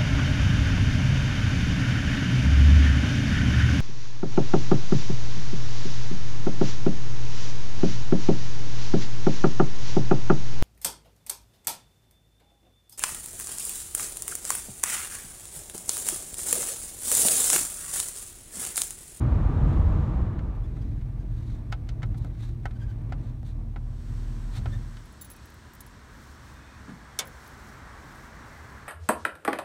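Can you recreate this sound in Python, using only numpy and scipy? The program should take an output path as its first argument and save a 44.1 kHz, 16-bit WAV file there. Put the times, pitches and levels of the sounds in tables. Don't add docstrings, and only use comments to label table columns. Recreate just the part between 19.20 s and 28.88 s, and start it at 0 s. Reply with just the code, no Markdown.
import sys
import numpy as np
from scipy import signal
from scipy.fft import rfft, irfft, next_fast_len
from scipy.io import wavfile
from scipy.ndimage import uniform_filter1d

SR = 44100
rng = np.random.default_rng(int(sys.argv[2]) if len(sys.argv) > 2 else 0)


def unload_audio(sound):
    columns = np.transpose(np.atleast_2d(sound))
    steps = np.round(np.clip(columns, -1, 1) * 32767)
    wavfile.write(sys.argv[1], SR, steps.astype(np.int16))


N = 426888
TIME = np.arange(N) / SR

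# frequency in Hz, level in dB.
RIM_FRICTION = [(800, 5.5), (2000, 2.5), (3000, -3), (4000, -3.5), (4900, -7.5), (6000, -4), (7500, -7),
                (8600, -7), (9800, -11), (10400, -18), (11600, -14), (15000, -22)]


def undb(db):
    return np.exp(np.asarray(db) * (np.log(10) / 20))


def unit(x):
    return x / np.sqrt(np.mean(x ** 2))


def unit_strike(x):
    return x / np.sqrt(np.mean(x[:SR // 100] ** 2))


def add(out, start_s, x):
    i = max(int(start_s * SR), 0)
    out[i:i + len(x)] += x[:max(N - i, 0)]


def ramp(start_s, end_s):
    return np.clip((TIME - start_s) / (end_s - start_s), 0, 1)


def soften(x, attack_s):
    return x * (1 - np.exp(-TIME[:len(x)] / attack_s))


def walk(rate_hz):
    knots = rng.standard_normal(int(N / SR * rate_hz) + 2)
    line = np.interp(TIME * rate_hz, np.arange(len(knots)), knots)
    return unit(uniform_filter1d(line, int(SR / rate_hz / 2)))


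def bin_octaves(count):
    return np.log2(np.maximum(np.fft.rfftfreq(count, 1 / SR), 1))


def colour(x, points):
    hz, db = np.transpose(points)[:2]
    size = next_fast_len(len(x))
    octave = bin_octaves(size)
    outside = np.abs(octave - np.clip(octave, np.log2(hz[0]), np.log2(hz[-1])))
    gain = undb(np.interp(octave, np.log2(hz), db) - 27 * outside)
    return irfft(rfft(x, size) * gain, size)[:len(x)]


def resonate(x, peaks, direct):
    bin_hz = np.fft.rfftfreq(len(x), 1 / SR)
    response = sum((undb(db) - direct) / (1 + 2j * (bin_hz - hz) / width) for hz, width, db in peaks)
    return irfft(rfft(x) * (direct + response), len(x))


def split_bands(x, centres_hz):
    spectrum, octave = rfft(x), bin_octaves(len(x))
    gains = [np.interp(octave, np.log2(centres_hz), pick) for pick in np.eye(len(centres_hz))]
    return [irfft(spectrum * gain, len(x)) for gain in gains]


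def noise(points, count=N):
    return unit(colour(rng.standard_normal(count), points))


def restless(points, flicker_db, rate_hz):
    bands = split_bands(noise(points), centres_hz=[150, 1000, 6000])
    return sum(band * undb(flicker_db * walk(rate_hz)) for band in bands)


def ring(modes, scatter_db, detune):
    t = TIME[:SR // 3]
    hz, db, t60_s = np.transpose(modes)[:, :, None]
    force, drift, sign = rng.standard_normal((3, len(modes), 1))
    waves = np.sign(sign) * np.sin(2 * np.pi * hz * (1 + detune * drift) * t)
    envelopes = undb(db + scatter_db * force - 60 * t / t60_s)
    return unit_strike(np.sum(envelopes * waves, axis=0))


def burst(bands):
    t = TIME[:SR // 3]
    hz, _, t60_s = np.transpose(bands)
    parts = split_bands(noise(bands, len(t)), hz)
    return unit_strike(np.sum(parts * undb(-60 * t / t60_s[:, None]), axis=0))


def rubbing(strokes, sound, grain_db, grain_hz=150):
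    swell = np.zeros(N)
    for start_s, length_s, db in strokes:
        add(swell, start_s, undb(db) * np.sqrt(np.hanning(int(length_s * SR))))
    return swell * unit(sound * undb(grain_db * walk(grain_hz)))


def rolling():
    return 1 - ramp(3.836, 4.39)


def leaves_and_insects():
    # frequency in Hz, level in dB.
    hiss_spectrum = [(1530, -17), (2600, -2), (3090, -0.5), (4490, 0), (4870, -4.5), (5370, -0.5),
                     (7340, -5), (8210, -4), (10400, -14), (12200, -13.5), (15500, -19)]
    buzz_end_s = 6.4
    hiss = restless(hiss_spectrum, flicker_db=0.5, rate_hz=6.6) * undb(-62)
    buzz = noise([(7200, -40), (7950, 12), (8700, -17)]) * undb(-75.5 + 0.97 * walk(47))
    return hiss + buzz * (TIME < buzz_end_s)


def tread_whine():
    # centre in Hz, width in Hz, level in dB.
    bands = [(1110, 55, 0), (1340, 70, -2), (1540, 50, -1), (1650, 55, 2), (1870, 60, -2)]
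    whine = np.zeros(N)
    for hz, width_hz, db in bands:
        swell = undb(db + 3 * walk(2.5))
        whine += swell * noise([(hz - 2 * width_hz, -30), (hz, 0), (hz + 2 * width_hz, -30)])
    return unit(whine)


def traffic():
    # frequency in Hz, level in dB.
    rumble_spectrum = [(12, -45), (20, -12), (70, 3), (97, -4.5), (129, -2.5), (167, -11), (195, -9),
                       (218, -8), (330, -14), (600, -23.5), (780, -39), (1320, -120)]
    tyre_spectrum = [(300, -11.5), (450, -8.5), (650, -4), (850, -2), (1050, 0), (1600, -0.5), (2000, -4.5),
                     (2250, -8.5), (2700, -18), (5000, -37)]
    speed_m_s, closest_m, closest_s = 22.3, 28.2, 9.13
    nearness = closest_m / np.hypot(closest_m, speed_m_s * (TIME - closest_s))
    rumble_gain = np.hypot(undb(-50.5), undb(-49.5) * nearness)
    rumble = restless(rumble_spectrum, flicker_db=1, rate_hz=13) * rumble_gain
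    tyres = noise(tyre_spectrum) * undb(-49.5) + tread_whine() * undb(-59.5)
    far_whine = noise([(860, -24), (985, 0), (1120, -20)]) * undb(-68.5)
    return rumble + tyres * nearness + far_whine


def road():
    # frequency in Hz, level in dB.
    spectrum = [(25, -5.5), (38, 0), (58, 0.5), (100, -3.5), (135, -8), (190, -16.5), (300, -23.5),
                (450, -30), (700, -34.5), (900, -34), (1200, -36), (1500, -40.5), (2200, -49),
                (4800, -65.5), (7000, -67), (15000, -82.5)]
    return restless(spectrum, flicker_db=0.72, rate_hz=11.5) * undb(-20.5)


def cabin():
    # frequency in Hz, level in dB.
    rumble_spectrum = [(12, -40), (20, 0), (38, 6), (70, -10.5), (111, -15), (183, -21.5), (263, -22.5),
                       (511, -39.5), (674, -40), (994, -44.5), (1170, -45), (1270, -49.5), (2480, -48.5),
                       (3760, -72), (15000, -77)]
    hiss_spectrum = [(1500, 2.5), (2300, -1.5), (3000, -4), (4200, -6), (4900, -8.5), (5600, -5.5),
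                     (7400, -11), (8500, -7.5), (10400, -15), (12000, -12), (15500, -18)]
    shake_db = -34.5 + 2.5 * rolling() + 1.4 * walk(4.94)
    turn_db = 4.5 * np.exp(-((TIME - 2.9) / 0.064) ** 2)
    low_boom = noise([(34, -28), (43.5, 2), (52, -9), (64, -5.5)]) * (0.25 + 0.75 * rolling())
    high_boom = noise([(75, -6), (113, 4.5), (145, -4), (175, -18.5)]) * undb(turn_db)
    rumble = restless(rumble_spectrum, flicker_db=1.5, rate_hz=10)
    rumble = signal.sosfilt(signal.butter(2, [55, 1800], "band", fs=SR, output="sos"), rumble)
    shaking = undb(1) * rumble + undb(-3.5) * low_boom + undb(-5) * high_boom
    return shaking * undb(shake_db) + noise(hiss_spectrum) * undb(-70.5)


def trim_rattle():
    # frequency in Hz, level in dB.
    spectrum = [(600, -7), (1600, 6), (4000, -10), (8000, -17.5), (15000, -20.5)]
    ticks_per_s, decay_s = 160, 0.004
    ticks = (rng.random(N) < ticks_per_s / SR) * undb(3 * np.minimum(rng.exponential(size=N), 2))
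    t = TIME[:SR // 10]
    envelope = np.abs(signal.fftconvolve(ticks, t * np.exp(-t / decay_s))[:N])
    return unit(envelope * noise(spectrum)) * undb(-69.5) * rolling()


def body_resonance(x):
    # centre in Hz, width in Hz, gain in dB.
    peaks = [(232, 27, 2), (313, 29, 3.5), (484, 54, 2.5), (632, 75, 4), (790, 65, 2.5), (970, 87, 3.5),
             (1170, 66, 4), (3880, 830, 2.5)]
    return resonate(x, peaks, direct=0.92)


def engine(firing_hz, db, uneven, load=0):
    # multiple of the firing rate, level in dB, flutter 0-1, change under load in dB.
    orders = [(1, 1, 0.03, -6), (2, -8, 0.62, -4.5), (3, -7.5, 0.34, 3), (6, -18, 0.08, -7.5),
              (8, -34.5, 0.1, 7.5), (9, -39.5, 0.56, 10)]
    phase = 2 * np.pi * np.cumsum(firing_hz * (1 + 0.0598 * uneven * walk(12))) / SR
    hum = np.zeros(N)
    for order, order_db, flutter, load_db in orders:
        gain = undb(order_db + load_db * load) * (1 + flutter * walk(16))
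        hum += gain * np.sin(order * phase + flutter * walk(13))
    return np.sqrt(2) * hum * (1 + uneven * walk(15)) * undb(db)


def slow_engine():
    # time in seconds, firing rate in Hz.
    throttle = [(1.4, 38), (1.95, 36), (2.3, 37.3), (2.6, 36.5), (3.1, 38.3), (3.7, 37), (4.35, 39),
                (4.93, 38.25), (5.7, 38)]
    firing_hz = np.interp(TIME, *np.transpose(throttle))
    load = rolling()
    return engine(firing_hz, db=-34.5 - 0.5 * load, uneven=0.063 + 0.287 * load, load=load)


def body_thumps():
    # start in seconds, level in dB, pitch ratio.
    jolts = [(0.59, -17, 0.39), (2.03, -48, 1.3), (2.89, -45.5, 1.33), (5.378, -27, 0.43),
             (5.461, -30, 0.46), (5.55, -31, 0.53)]
    # frequency in Hz, level in dB, t60 in seconds.
    body_bands = [(60, -1, 0.11), (130, -5, 0.13), (208, 3, 0.13), (333, -20.5, 0.29), (700, -29.5, 0.075),
                  (2000, -42, 0.054)]
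    out = np.zeros(N)
    for start_s, db, pitch in jolts:
        bands = [(hz * pitch, band_db, t60_s / np.sqrt(pitch)) for hz, band_db, t60_s in body_bands]
        boom = soften(burst(bands), attack_s=0.0034)
        add(out, start_s, undb(db) * boom / np.std(boom[:SR // 20]))
    return out


def rim_rubs():
    # start in seconds, length in seconds, level in dB.
    slides = [(1.4, .45, -70), (2.05, .4, -65.5), (2.26, .14, -66), (2.94, .16, -66), (3.1, .25, -65),
              (3.17, .16, -63.5), (3.97, .16, -65.5), (4.235, .1, -60), (5.3, .11, -53.5), (5.35, .05, -52)]
    scrapes = [(2.858, 0.014, -64.5), (2.965, 0.027, -61), (3.044, 0.0092, -61), (3.812, 0.015, -71),
               (4.245, 0.044, -70)]
    # centre in Hz, width in Hz, gain in dB.
    rim_peaks = [(3650, 200, 8), (3920, 220, 10), (4330, 200, 8)]
    # frequency in Hz, level in dB.
    scrape_spectrum = [(3000, -4), (4000, 1), (6000, -4), (9000, -3), (13000, -8)]
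    palm = rubbing(slides, resonate(noise(RIM_FRICTION), rim_peaks, direct=1), grain_db=2.1)
    return palm + rubbing(scrapes, noise(scrape_spectrum), grain_db=3.5)


def rim_squeaks():
    # start and length in seconds, first and last pitch in Hz, level in dB, dB per overtone.
    squeaks = [(1.425, .05, 1720, 1680, -64, -4), (1.605, .04, 1650, 1560, -63, -5),
               (1.985, .05, 1560, 1600, -65, -5), (3.545, .04, 1570, 1550, -61.5, -6),
               (3.578, .095, 1600, 1650, -57.5, -7.5), (3.668, .07, 1550, 1510, -58, -8.5),
               (5.49, .1, 1750, 1800, -53.5, -8)]
    out = np.zeros(N)
    for start_s, length_s, first_hz, last_hz, db, slope_db in squeaks:
        n = int(length_s * SR)
        jitter = unit(uniform_filter1d(rng.standard_normal(n), SR // 900))
        hz = np.linspace(first_hz, last_hz, n) * (1 + 0.038 * jitter)
        phase = 2 * np.pi * np.cumsum(hz) / SR
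        tone = sum(undb(slope_db * k + 3.5 * walk(110)[:n]) * np.sin((k + 1) * phase) for k in range(5))
        grit = undb(-6) * noise(RIM_FRICTION, n)
        add(out, start_s, undb(db - 0.5) * (unit(tone) + grit) * np.hanning(n))
    return out


def wheel_knocks():
    # start in seconds, relative level in dB, hardness in dB per octave, column ring in dB.
    knocks = [(1.19, -39.5, -2.5, -15), (1.566, -45, -5, -6), (1.812, -53, 2.5, -8), (2.521, -41, 4, -6),
              (2.525, -25, 0.5, -12), (2.690, -37.5, 7.5, 4), (2.821, -40.5, -0.5, -10),
              (2.830, -31, -1, -7), (2.9446, -44, -2, -1), (3.0475, -38.5, -8.5, -5),
              (3.4557, -24, -1.5, 1.5), (3.509, -46.5, 2, -4), (3.9231, -28.5, -2, 3), (4.231, -39, -15, 3),
              (4.411, -49, -7, 5), (4.539, -54, -6, 2), (4.561, -33, -4, -1), (5.458, -28.5, -3, -3),
              (5.769, -42.5, 7, -6)]
    # frequency in Hz, level in dB, t60 in seconds.
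    wheel_modes = [(1010, -11, 0.074), (1313, -1, 0.075), (1390, -1.5, 0.058), (1502, -1.5, .07),
                   (1753, -2.5, 0.037), (1925, -10.5, 0.058), (2136, -3.5, 0.058), (2480, -13.5, 0.065),
                   (3010, -7.5, 0.032), (3320, -12, 0.027), (3740, -7, 0.028), (4420, -11, .02)]
    trim_bands = [(306, -1.5, 0.15), (574, -10, 0.26), (810, 1, 0.1), (1130, -10, 0.12), (1400, 0, 0.05),
                  (2050, 1.5, 0.049), (2350, -6, 0.065), (3600, -9.5, 0.066), (7250, -16.5, 0.038),
                  (15000, -38, 0.03)]
    column_modes = [(736, 0.5, 0.046), (797, -1.5, 0.045)]
    out = np.zeros(N)
    for start_s, db, hardness, column_db in knocks:
        blow = ring(wheel_modes, scatter_db=1, detune=0.0029) + undb(-1.5) * burst(trim_bands)
        blow += undb(column_db - 1.5) * ring(column_modes, scatter_db=-1, detune=0.0055)
        tilt = [(256, 0), (4096, 4 * hardness), (SR / 2, 4 * hardness + 2 * min(hardness, 0))]
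        knock = unit_strike(colour(blow, tilt)) * np.linspace(1, 0, len(blow))
        add(out, start_s, undb(db - 9) * knock)
    return out


def doorway_squeals():
    # start in seconds, length in seconds, level in dB, tone (0 low, 1 high).
    squeals = [(6.07, .17, -71, 0), (7.2, .45, -69, 0), (7.44, .16, -68.5, 0), (7.2, .44, -71, 1),
               (7.39, .2, -70, 1)]
    tones_hz = [2515, 3615]
    out = np.zeros(N)
    for start_s, length_s, db, tone in squeals:
        phase = 2 * np.pi * np.cumsum(tones_hz[tone] * (1 + 0.016 * walk(120))) / SR
        out += rubbing([(start_s, length_s, db)], np.sin(phase), grain_db=4)
    return out


def clothes():
    # start in seconds, length in seconds, level in dB.
    rustles = [(6.85, 0.37, -65), (7.2, 0.2, -65), (8.05, .38, -63), (8.33, 0.29, -61.5),
               (8.72, 0.49, -63.5), (9.1, 0.59, -66)]
    # frequency in Hz, level in dB.
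    spectrum = [(2500, -4), (6000, 3.5), (10000, -3.5), (15500, -6)]
    return rubbing(rustles, noise(spectrum), grain_db=2)


def step_down():
    # start in seconds, length in seconds, level in dB.
    scuffs = [(7.665, 0.058, -49.5)]
    # frequency in Hz, level in dB.
    scuff_spectrum = [(250, 1), (600, 1), (950, -11), (1300, 3), (1700, -4), (2500, -16), (6000, -26)]
    # start in seconds, level in dB.
    bumps = [(7.677, -43), (7.69, -35), (7.701, -42), (7.731, -42.5)]
    # frequency in Hz, level in dB, t60 in seconds.
    step_modes = [(194, 0, .15), (222, -1, .14), (255, -5, .17), (291, -5, .2), (340, -10, .14),
                  (432, -16, .12)]
    thud_bands = [(110, 1, .2), (220, 5, 0.22), (340, -12, 0.13), (600, -19, .08), (1500, -32, .05)]
    out = rubbing(scuffs, noise(scuff_spectrum), grain_db=-1.5)
    for start_s, db in bumps:
        thud = unit_strike(ring(step_modes, scatter_db=6.5, detune=0.016) + burst(thud_bands))
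        add(out, start_s, undb(db) * soften(thud, attack_s=0.004))
    return out


def metal_clinks():
    # start in seconds, relative level in dB, piece (0 large, 1 small), ring over tick in dB.
    clinks = [(5.855, -61, 1, 10), (5.923, -61, 1, 10), (6.012, -43.5, 0, 6), (6.016, -45, 0, 9),
              (6.021, -45, 0, 8), (6.046, -46.5, 0, 5), (6.101, -47, 1, -4), (6.107, -51, 1, 0),
              (6.115, -48, 1, 10), (6.133, -57, 1, -8), (6.163, -57, 1, -10), (6.257, -57, 1, -5),
              (6.301, -61, 1, -14), (6.342, -60, 1, -14), (6.535, -55, 1, -14), (6.551, -54, 1, -12),
              (6.6055, -44, 1, -1), (6.664, -55, 1, 3), (8.052, -54, 1, 8), (8.072, -49, 0, -3),
              (8.276, -54, 1, -10)]
    # frequency in Hz, level in dB, t60 in seconds.
    large_modes = [(3752, -11, .07), (4344, -12, .06), (6245, -11, .05), (7262, -1, .05),
                   (10305, 2.5, .065), (11650, -7, .06), (15130, -2, .05), (15520, 1.5, .065)]
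    small_modes = [(11170, 2, .05), (11450, -4, .03), (12600, -7, .035), (13800, -7, .025),
                   (14650, -8, .03), (15330, -2, .028)]
    tick_bands = [(3000, -12, 0.03), (8000, -3.5, 0.043), (10500, -1, 0.041), (14500, 3.5, 0.026)]
    out = np.zeros(N)
    for start_s, db, piece, ring_db in clinks:
        ping = ring([large_modes, small_modes][piece], scatter_db=2, detune=0.002)
        clink = burst(tick_bands) + undb(ring_db) * soften(ping, attack_s=0.0012)
        add(out, start_s, undb(db - 2) * unit_strike(clink))
    return out


def door_snap():
    # frequency in Hz, level in dB, t60 in seconds.
    frame_bands = [(151, -19, .2), (503, 0, 0.42), (1120, 1.5, 0.27), (2450, 1, 0.16), (3380, 1, 0.13),
                   (4530, 4, 0.089), (6080, 10.5, 0.056), (8500, 1, 0.089), (12000, -2, 0.059),
                   (15400, 0, 0.026)]
    frame_modes = [(1060, -6, 0.25), (1533, -8, 0.18), (2190, -4, .11), (2273, -5, 0.16), (2984, -3, .09),
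                   (3163, 1, 0.087), (3350, -3, .085), (3425, 1, .08), (3520, 3, 0.084), (3630, 0, .09),
                   (4140, -7, 0.083), (5500, 12, 0.023), (5965, 2, .065), (6540, -4, .07), (6660, -1, .08),
                   (6930, -2, .07)]
    # frequency in Hz, level in dB.
    crack_spectrum = [(3000, -3), (8000, 3), (15500, -1)]
    start_s, crack_decay_s = 7.9897, 0.0008
    frame = burst(frame_bands) + undb(-0.5) * ring(frame_modes, scatter_db=-1, detune=0.001)
    crack = noise(crack_spectrum, len(frame)) * np.exp(-TIME[:len(frame)] / crack_decay_s)
    out = np.zeros(N)
    add(out, start_s, undb(-27.5) * frame + undb(-19) * crack)
    return out


def scene():
    fast = 1 - ramp(0.65, 1.586)
    slow = (1 - fast) * (1 - ramp(5.604, 5.936)) ** 1.6
    roadside = (leaves_and_insects() + traffic()) * ramp(4.55, 4.96)
    body = body_resonance(road() * fast + (cabin() + trim_rattle()) * slow)
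    motor = engine(firing_hz=56.97, db=-34.5, uneven=0.583) * fast + slow_engine() * slow
    wheel = rim_rubs() + rim_squeaks() + wheel_knocks()
    door = doorway_squeals() + clothes() + step_down() + metal_clinks() + door_snap()
    return (roadside + body + motor + body_thumps() + wheel + door)[None]


def record(dry):
    faded = dry * ramp(0, 0.008)
    lean = signal.sosfilt(signal.butter(6, 28, "high", fs=SR, output="sos"), faded)
    return signal.sosfilt(signal.ellip(10, 0.2, 80, 15800, fs=SR, output="sos"), lean)


dry = scene()
out = record(dry)
unload_audio(out)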